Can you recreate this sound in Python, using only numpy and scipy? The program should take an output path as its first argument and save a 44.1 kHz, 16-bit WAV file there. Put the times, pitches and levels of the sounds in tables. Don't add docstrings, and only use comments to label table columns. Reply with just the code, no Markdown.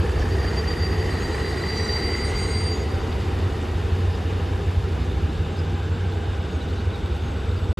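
import sys
import numpy as np
from scipy import signal
from scipy.fft import rfft, irfft
from scipy.io import wavfile
from scipy.ndimage import uniform_filter1d

SR = 44100
rng = np.random.default_rng(int(sys.argv[2]) if len(sys.argv) > 2 else 0)


def waveform_to_disk(signal):
    frames = np.transpose(np.atleast_2d(signal))
    scaled = np.clip(frames, -1, 1) * 32767
    samples = np.round(scaled).astype(np.int16)
    wavfile.write(sys.argv[1], SR, samples)


N = 343539


def from_db(db):
    return np.exp(np.asarray(db) * (np.log(10) / 20))


def rms_one(x):
    return x / np.sqrt(np.mean(x ** 2) + 1e-20)


def in_time(rows):
    seconds, *columns = np.transpose(rows)
    return [np.interp(np.arange(N) / SR, seconds, column) for column in columns]


def at_hz(points, hz):
    point_hz, value = np.transpose(points)
    return np.interp(np.log(hz), np.log(point_hz), value)


def turn(hz):
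    return 2 * np.pi * np.cumsum(hz * np.ones(N)) / SR


def drift(rate):
    pole = np.exp(-40 * np.pi * rate / SR)
    white = rng.standard_normal(N // 20 + 4002)
    slow = signal.lfilter([1], [1, -2 * pole, pole * pole], white)
    slow = rms_one(slow[4000:])
    steps = np.diff(slow)[:, None] * (np.arange(20) / 20)
    return (slow[:-1, None] + steps).ravel()[:N]


def narrow_noise(hz, width_hz):
    turns = turn(hz) / (2 * np.pi)
    phase = (2 * np.pi * (turns - np.floor(turns))).astype(np.float32)
    return drift(width_hz * .75) * np.cos(phase) + drift(width_hz * .75) * np.sin(phase)


def spread(mid, side, hz):
    # pitch in Hz, side level in dB against the middle.
    width_points = [(60, -32), (125, -18.5), (250, -16), (400, -16), (570, -5.5), (720, -10), (900, -10),
                    (1140, -3), (1440, -16), (1810, -72), (2300, -70), (3300, -47), (5500, -50),
                    (7500, -55), (13000, -30)]
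    return mid + from_db(at_hz(width_points, hz)) * side * np.array([[1], [-1]])


def banded_noise(spectrum, flicker_db, flicker_rate):
    out, edges = 0, 20 * 2 ** (np.arange(30) / 3)
    white = rng.standard_normal((2, 2, N))
    for k, (low, high) in enumerate(zip(edges, edges[1:])):
        hz = np.sqrt(low * high)
        if spectrum[0][0] <= hz <= spectrum[-1][0]:
            band = signal.butter(3, [low, high], "band", fs=SR, output="sos")
            mid, side = signal.sosfilt(band, white[k % 2])
            level_db = at_hz(spectrum, hz) + flicker_db * drift(flicker_rate)
            out = out + from_db(level_db) * spread(mid, side, hz)
    return rms_one(out)


def smooth_noise(spectrum):
    hz = np.maximum(np.arange(N // 2 + 1) * SR / N, 1)
    white = rng.standard_normal(N)
    return rms_one(irfft(rfft(white) * from_db(at_hz(spectrum, hz)), N))


def steadied(x, seconds):
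    power = np.mean(x ** 2, axis=0)
    return x / np.sqrt(uniform_filter1d(power, int(seconds * SR)) + 1e-12)


def resonances(modes):
    out = 0
    for hz, width_hz, db in modes:
        mid, side = narrow_noise(hz, width_hz), narrow_noise(hz, width_hz)
        out = out + from_db(db) * spread(mid, side, hz)
    return out


def echoed(hz, width_hz, side_db):
    side = from_db(side_db) * narrow_noise(hz, width_hz)
    return narrow_noise(hz, width_hz) + side * np.array([[1], [-1]])


def under_load(full_db, follows):
    # time in seconds, level in dB against full load.
    load_curve = [(0, 0), (2.2, -0.5), (3.2, -2.5), (5.5, -5), (7.79, -6)]
    return from_db(full_db + follows * in_time(load_curve)[0])


def birds(echo_db=-15, echo_s=.04, blur_db=-6):
    # start in seconds, middle pitch in Hz, length in seconds,
    # glide in octaves, level in dB.
    chirps = [(0.185, 5420, .065, -0.023, -50), (4.12, 4970, 0.047, -0.048, -51),
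              (5.29, 3900, .047, -0.043, -53), (5.308, 5160, 0.034, -.06, -57),
              (5.5, 6480, .086, -0.004, -62), (5.572, 5010, .04, -.06, -47),
              (6.42, 5170, .043, -0.069, -55), (6.471, 6560, .12, -.01, -60),
              (6.606, 3880, 0.027, -0.12, -44), (6.72, 4700, .04, .22, -54),
              (6.763, 3910, 0.038, -0.108, -45), (6.787, 4380, 0.032, .17, -51),
              (6.93, 3800, .035, -.12, -43), (7.091, 3800, 0.037, -.12, -50), (7.21, 6500, .13, -.01, -58),
              (7.555, 4700, .04, .13, -50)]
    out, age = np.zeros(N + SR), np.arange(SR // 2) / SR
    scatter = drift(170) + 1j * drift(170)
    for start, hz, length, glide, db in chirps:
        at = int(np.clip(start * SR, 0, N - 1)) + np.arange(len(age))
        along = np.clip(age / length, 0, 1)
        gliding_hz = hz * 2 ** (glide * (along - .5))
        tone = np.exp(2j * np.pi * np.cumsum(gliding_hz) / SR)
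        note = np.sin(np.pi * along) * (1 + from_db(blur_db) * scatter[at % N])
        fade = np.exp(-np.maximum(age - length, 0) / echo_s)
        echo = along * fade * scatter[at % N]
        out[at] += from_db(db) * np.real(tone * (note + from_db(echo_db) * echo))
    return out[:N]


def whine():
    # time in seconds, pitch in Hz, level in dB.
    whine_curve = [(2.9, 6780, -85), (3.4, 7020, -88), (4.5, 7260, -76), (5.8, 7516, -66), (6.8, 7810, -73),
                   (7.79, 7850, -65)]
    hz, db = in_time(whine_curve)
    return from_db(db) * narrow_noise(hz, width_hz=38)


def singing_mode(mode, hz, murmur_db, echo_db, width_hz):
    # start in seconds, length in seconds,
    # name of the mode, level in dB.
    catch_rows = [(0.563, 0.019, "low", -33.5), (0.666, 0.017, "low", -33.5), (0.81, 0.058, "low", -37),
                  (1.0, 0.032, "low", -46), (1.18, 0.045, "middle", -50), (1.42, .06, "low", -40),
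                  (1.604, 0.26, "low", -39), (1.87, 0.094, "low", -30), (1.98, 0.28, "high", -55.5),
                  (2.004, 0.15, "low", -35.5), (2.133, 0.13, "low", -37.5), (2.14, 0.067, "middle", -51),
                  (2.23, 0.068, "high", -45), (2.256, 0.27, "middle", -49.5), (2.33, 0.12, "low", -39),
                  (2.37, 0.3, "high", -45.5), (2.483, 0.25, "low", -37), (2.55, 0.28, "middle", -51.5)]
    # time in seconds, level in dB against full contact.
    contact_curve = [(0, -9.5), (.45, 0.5), (2.8, -1), (3.05, -10), (3.45, -19), (3.8, -49), (4.2, -80)]
    attack_s, t60_s = .02, .16
    side_db = -21
    flutter_db, flutters_per_s = 1.8, 34
    t, catches = np.arange(N) / SR, 0
    for start, length, which, db in catch_rows:
        if which == mode:
            rising = np.clip((t - start) / attack_s, 0, 1)
            dying_db = -60 * np.clip((t - start - length) / t60_s, 0, 3)
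            catches = np.maximum(catches, rising * from_db(db + dying_db))
    blurred = echoed(hz, width_hz, side_db)
    pure = np.sqrt(2) * np.cos(turn(hz))
    tone = steadied(pure + from_db(echo_db) * blurred, seconds=0.04)
    murmur_gain = from_db(murmur_db + in_time(contact_curve)[0])
    murmur = murmur_gain * steadied(blurred, seconds=0.16)
    flutter = from_db(flutter_db * drift(flutters_per_s))
    return flutter * (catches * tone + murmur)


def wheel():
    # time in seconds, low, middle and high pitch in Hz.
    squeal_pitches = [(0, 4702, 6645, 8560), (.9, 4699, 6650, 8560), (1.6, 4705, 6655, 8552),
                      (2.15, 4708, 6694, 8549), (3.4, 4710, 6702, 8549)]
    # pitch in Hz, width in Hz, level in dB before the rub.
    rubbed_modes = [(3950, 80, -4), (4033, 32, -1.5), (4463, 25, -7), (4915, 25, -8), (7175, 30, -13),
                    (7950, 160, -11), (8110, 80, -7), (9410, 60, -15), (12180, 60, -23)]
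    # time in seconds, level in dB.
    rub_curve = [(0, -73), (1, -81), (1.12, -52.5), (1.6, -50), (1.85, -46.5), (2.15, -47.5), (2.55, -49),
                 (2.8, -60), (3.3, -87), (4, -93)]
    # time in seconds, level in dB.
    flare_curve = [(1.0, -80), (1.68, -70), (1.78, -47), (1.93, -51), (2.1, -63), (2.4, -55), (2.7, -73),
                   (3.3, -100)]
    flare_hz = 5865
    low, middle, high = in_time(squeal_pitches)
    song = singing_mode("low", low, murmur_db=-45.0, echo_db=-26, width_hz=15.2)
    song += singing_mode("middle", middle, murmur_db=-58.5, echo_db=-17, width_hz=23)
    song += singing_mode("high", high, murmur_db=-61.5, echo_db=-28, width_hz=17)
    rough = 0
    for hz, width_hz, db in rubbed_modes:
        rough = rough + from_db(db + 1.8 * drift(9.1)) * narrow_noise(hz, width_hz)
    flare = from_db(in_time(flare_curve)[0]) * narrow_noise(flare_hz, width_hz=39)
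    return song + from_db(in_time(rub_curve)[0]) * rough + flare


def rattle(per_s=90, spread_db=5.0, level_db=-59):
    # pitch in Hz, time to fade by 60 dB in seconds,
    # level in dB against the other modes.
    loose_parts = [(2700, .012, -26), (3700, 0.011, 11), (4290, 0.019, 3), (4980, 0.011, -3),
                   (6540, 0.0034, -18), (8200, 0.0067, -11), (12400, 0.0079, -9)]
    strength_db = spread_db * np.minimum(rng.exponential(1, N), 3)
    taps = (rng.random(N) < per_s / SR) * from_db(strength_db)
    out = 0
    for hz, t60, db in loose_parts:
        pole, w = from_db(-60 / (t60 * SR)), 2 * np.pi * hz / SR
        strikes = taps * rng.standard_normal(N) + 1e-18
        ring = signal.lfilter([0, np.sin(w)], [1, -2 * pole * np.cos(w), pole * pole], strikes)
        out = out + from_db(db) * ring
    return from_db(level_db) * rms_one(out)


def knocking(rough_db=2.0):
    # time in seconds, depth from 0 to 1.
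    knock_depth = [(0, 0.74), (1, 0.56), (1.7, 0.5), (2.4, 0.15), (7.79, 0)]
    knocks_per_s = 31.1
    second_puff, sharpness = .48, 2.4
    swing = sharpness * np.cos(turn(knocks_per_s) + drift(25) / 10)
    pair = np.exp(swing) + second_puff * np.exp(-swing)
    puffs = rms_one(pair * from_db(rough_db * drift(21)))
    depth = np.clip(in_time(knock_depth)[0], 0, 1)
    return np.sqrt(1 - depth + depth * puffs ** 2)


def turbo(knock):
    # time in seconds, centre pitch in Hz, level in dB.
    whoosh_curve = [(0, 1707, -42), (.5, 1876, -40), (1.45, 1916, -38.5), (2.1, 2000, -36),
                    (2.55, 2067, -40), (3, 1966, -48.5), (3.8, 1805, -50), (4.8, 1717, -52.5),
                    (5.7, 1566, -48), (6.6, 1466, -48), (7.79, 1403, -49)]
    # pitch in Hz, width in Hz, level in dB against the rush.
    casing_modes = [(2995, 93, -24)]
    hz, db = in_time(whoosh_curve)
    rush = steadied(narrow_noise(hz, width_hz=180)[None], seconds=0.056)
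    return from_db(db) * (rush + resonances(casing_modes)) * knock


def clatter(knock):
    # pitch in Hz, relative level in dB per Hz.
    clatter_colour = [(300, 4), (560, -1.5), (720, 3), (900, 2), (1140, 0), (1440, -1.5), (1810, -5.5),
                      (2280, -7.5), (2870, -6.5), (3620, -32.5), (4560, -14), (5750, -19.5), (7240, -22),
                      (9120, -25), (10000, -40)]
    # pitch in Hz, relative level in dB per Hz.
    hiss_colour = [(2000, -34), (3000, -15), (4560, 10.5), (5750, 0.5), (7240, -1.5), (8400, -6.5),
                   (9400, 4.5), (10500, 6), (11500, -1), (12400, -7.5), (13500, -5), (15000, -30)]
    # time in seconds, level in dB.
    air_curve = [(0, -52), (1.1, -50), (2.5, -53), (3.5, -55), (4.3, -55.5), (5, -57), (6, -61),
                 (7.79, -59)]
    # pitch in Hz, width in Hz, level in dB.
    sizzle_modes = [(2519, 830, -51), (2890, 47, -59.5), (3614, 380, -50.5), (4470, 360, -68)]
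    noise = banded_noise(clatter_colour, flicker_db=1.52, flicker_rate=23)
    shaken = under_load(full_db=-34.5, follows=1) * noise * knock ** 0.28
    hiss_db = in_time(air_curve)[0] + .5 * drift(30)
    hiss = from_db(hiss_db) * smooth_noise(hiss_colour)
    return shaken + hiss + resonances(sizzle_modes)


def roar():
    # pitch in Hz, relative level in dB per Hz.
    body_colour = [(70, -33), (90, -3), (113, 4.5), (143, -0.5), (180, 2), (226, 0.5), (285, -2.5),
                   (359, -4), (452, -4.5), (570, -13.5), (900, -30.5)]
    # pitch in Hz, width in Hz, relative level in dB.
    hollow_modes = [(352.4, 70, -5.5), (394.7, 38, -4.5), (439.6, 10, -7.5), (454.3, 32, -11.5),
                    (484, 28, -11.5)]
    # time in seconds, pitch in Hz, level in dB.
    tone_curve = [(0, 813, -48), (2.2, 819, -49.5), (2.8, 770, -46.5), (3.7, 805, -48), (4.7, 800, -50),
                  (6.2, 804.5, -49.5), (7.79, 802, -52)]
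    casing = steadied(banded_noise(body_colour, flicker_db=1.83, flicker_rate=13.5), seconds=0.13)
    body = under_load(full_db=-31.5, follows=0.29) * casing
    ringing = steadied(resonances(hollow_modes), seconds=0.34)
    hollow = under_load(full_db=-32.5, follows=1.45) * ringing
    tone_hz, tone_db = in_time(tone_curve)
    tone = from_db(tone_db) * echoed(tone_hz, width_hz=18.6, side_db=-0.5)
    return body + hollow + tone


def exhaust():
    # time in seconds, pitch of the strongest exhaust tone in Hz.
    speed_curve = [(0, 92.6), (2.4, 91.16), (3.3, 92.93), (3.9, 89.47), (4.6, 91.03), (5.3, 91.83),
                   (6.3, 91.25), (7.79, 93.07)]
    # multiple of the engine cycle rate, relative level in dB.
    order_levels = [(5, -26), (6, -49), (9, -27), (10, -11.5), (11, -11), (12, -3.5), (13, -4), (14, -10.5),
                    (19, -27.5), (21, -18)]
    # pitch in Hz, relative level in dB per Hz.
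    rumble_colour = [(22, -52), (28, -39), (36, -16), (45, -8), (57, -6), (71, 1.5), (90, -10.5),
                     (113, -26.5), (150, -32)]
    # time in seconds, level in dB.
    throb_curve = [(0, -22), (1.2, -27), (1.75, -29.5), (2.1, -26.5), (3.2, -26.5), (4.5, -28), (5.25, -24),
                   (5.6, -29.5), (7.7, -26.5)]
    # time in seconds, level in dB.
    drone_curve = [(0, -25.5), (.7, -30.5), (1.1, -23.5), (1.35, -35), (1.87, -25), (2.0, -33.5),
                   (2.7, -21), (3.05, -27.5), (3.47, -18.5), (3.62, -29), (3.78, -20), (4.6, -23),
                   (5.3, -24.5), (6.33, -21.5), (6.55, -35), (6.75, -20), (7.25, -32.5), (7.58, -23.5),
                   (7.79, -29)]
    # time in seconds, level in dB.
    hum_curve = [(0, -41.5), (1, -38), (2.4, -52), (3.2, -54), (3.8, -43), (4.5, -47), (5.1, -38),
                 (5.7, -36), (6.2, -44.5), (7.79, -47)]
    main_order, hum_order = 15, 25
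    surge_db, surges_per_cycle = 1, 2
    waver_db, wavers_per_s = 2.2, 4.8
    uneven_db, uneven_per_s, uneven_spread_per_s = 1.3, 8.5, 6

    cycle = turn(in_time(speed_curve)[0]) / main_order
    lines = 0
    for order, db in order_levels:
        phase = order * cycle + rng.uniform(0, 2 * np.pi) + .5 * drift(0.83)
        lines = lines + from_db(db + 2.0 * drift(0.53)) * np.sin(phase)
    rumble = from_db(-2.0) * banded_noise(rumble_colour, flicker_db=0.0, flicker_rate=4)
    throb_db = in_time(throb_curve)[0] + surge_db * np.cos(surges_per_cycle * cycle)
    throb = from_db(throb_db) * steadied(lines + rumble, seconds=0.12)
    drone_db = in_time(drone_curve)[0] + waver_db * drift(wavers_per_s)
    drone = from_db(drone_db) * np.sin(main_order * cycle + 0.34 * drift(3.1))
    hum_tone = np.sqrt(2) * np.sin(hum_order * cycle + 0.3 * drift(0.89))
    hum = from_db(in_time(hum_curve)[0]) * hum_tone
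    lumps = from_db(uneven_db * narrow_noise(uneven_per_s, uneven_spread_per_s))
    return lumps * (throb + drone) + hum


def scene():
    knock = knocking()
    lean = from_db(np.array([[-.24], [.24]]))
    engine = (exhaust() + roar()) * lean
    return engine + clatter(knock) + rattle() + turbo(knock) + wheel() + whine() + birds()


def record(dry):
    # pitch in Hz, phase difference in radians.
    phase_points = [(0, 0), (8150, 0), (8550, 1.3), (9000, 3.0), (9700, 3.25), (10000, 3.75), (10800, 4.7),
                    (11600, 6.2), (12700, 6.4), (13300, 7.8)]
    silence = (7.729, 7.774)
    cutoff_hz = 13500
    hz = np.arange(N // 2 + 1) * SR / N
    phase = np.interp(hz, *np.transpose(phase_points))
    pair = irfft(rfft(dry) * np.exp(1j * phase * np.array([[.5], [-.5]])), N)
    t = np.arange(N) / SR
    sounding = 1.0 * ((t < silence[0]) | (t > silence[1]))
    live = uniform_filter1d(sounding, size=120)
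    low_pass = signal.ellip(10, .1, 90, cutoff_hz, fs=SR, output="sos")
    return signal.sosfilt(low_pass, pair * live)


dry = scene()
out = record(dry)
waveform_to_disk(out)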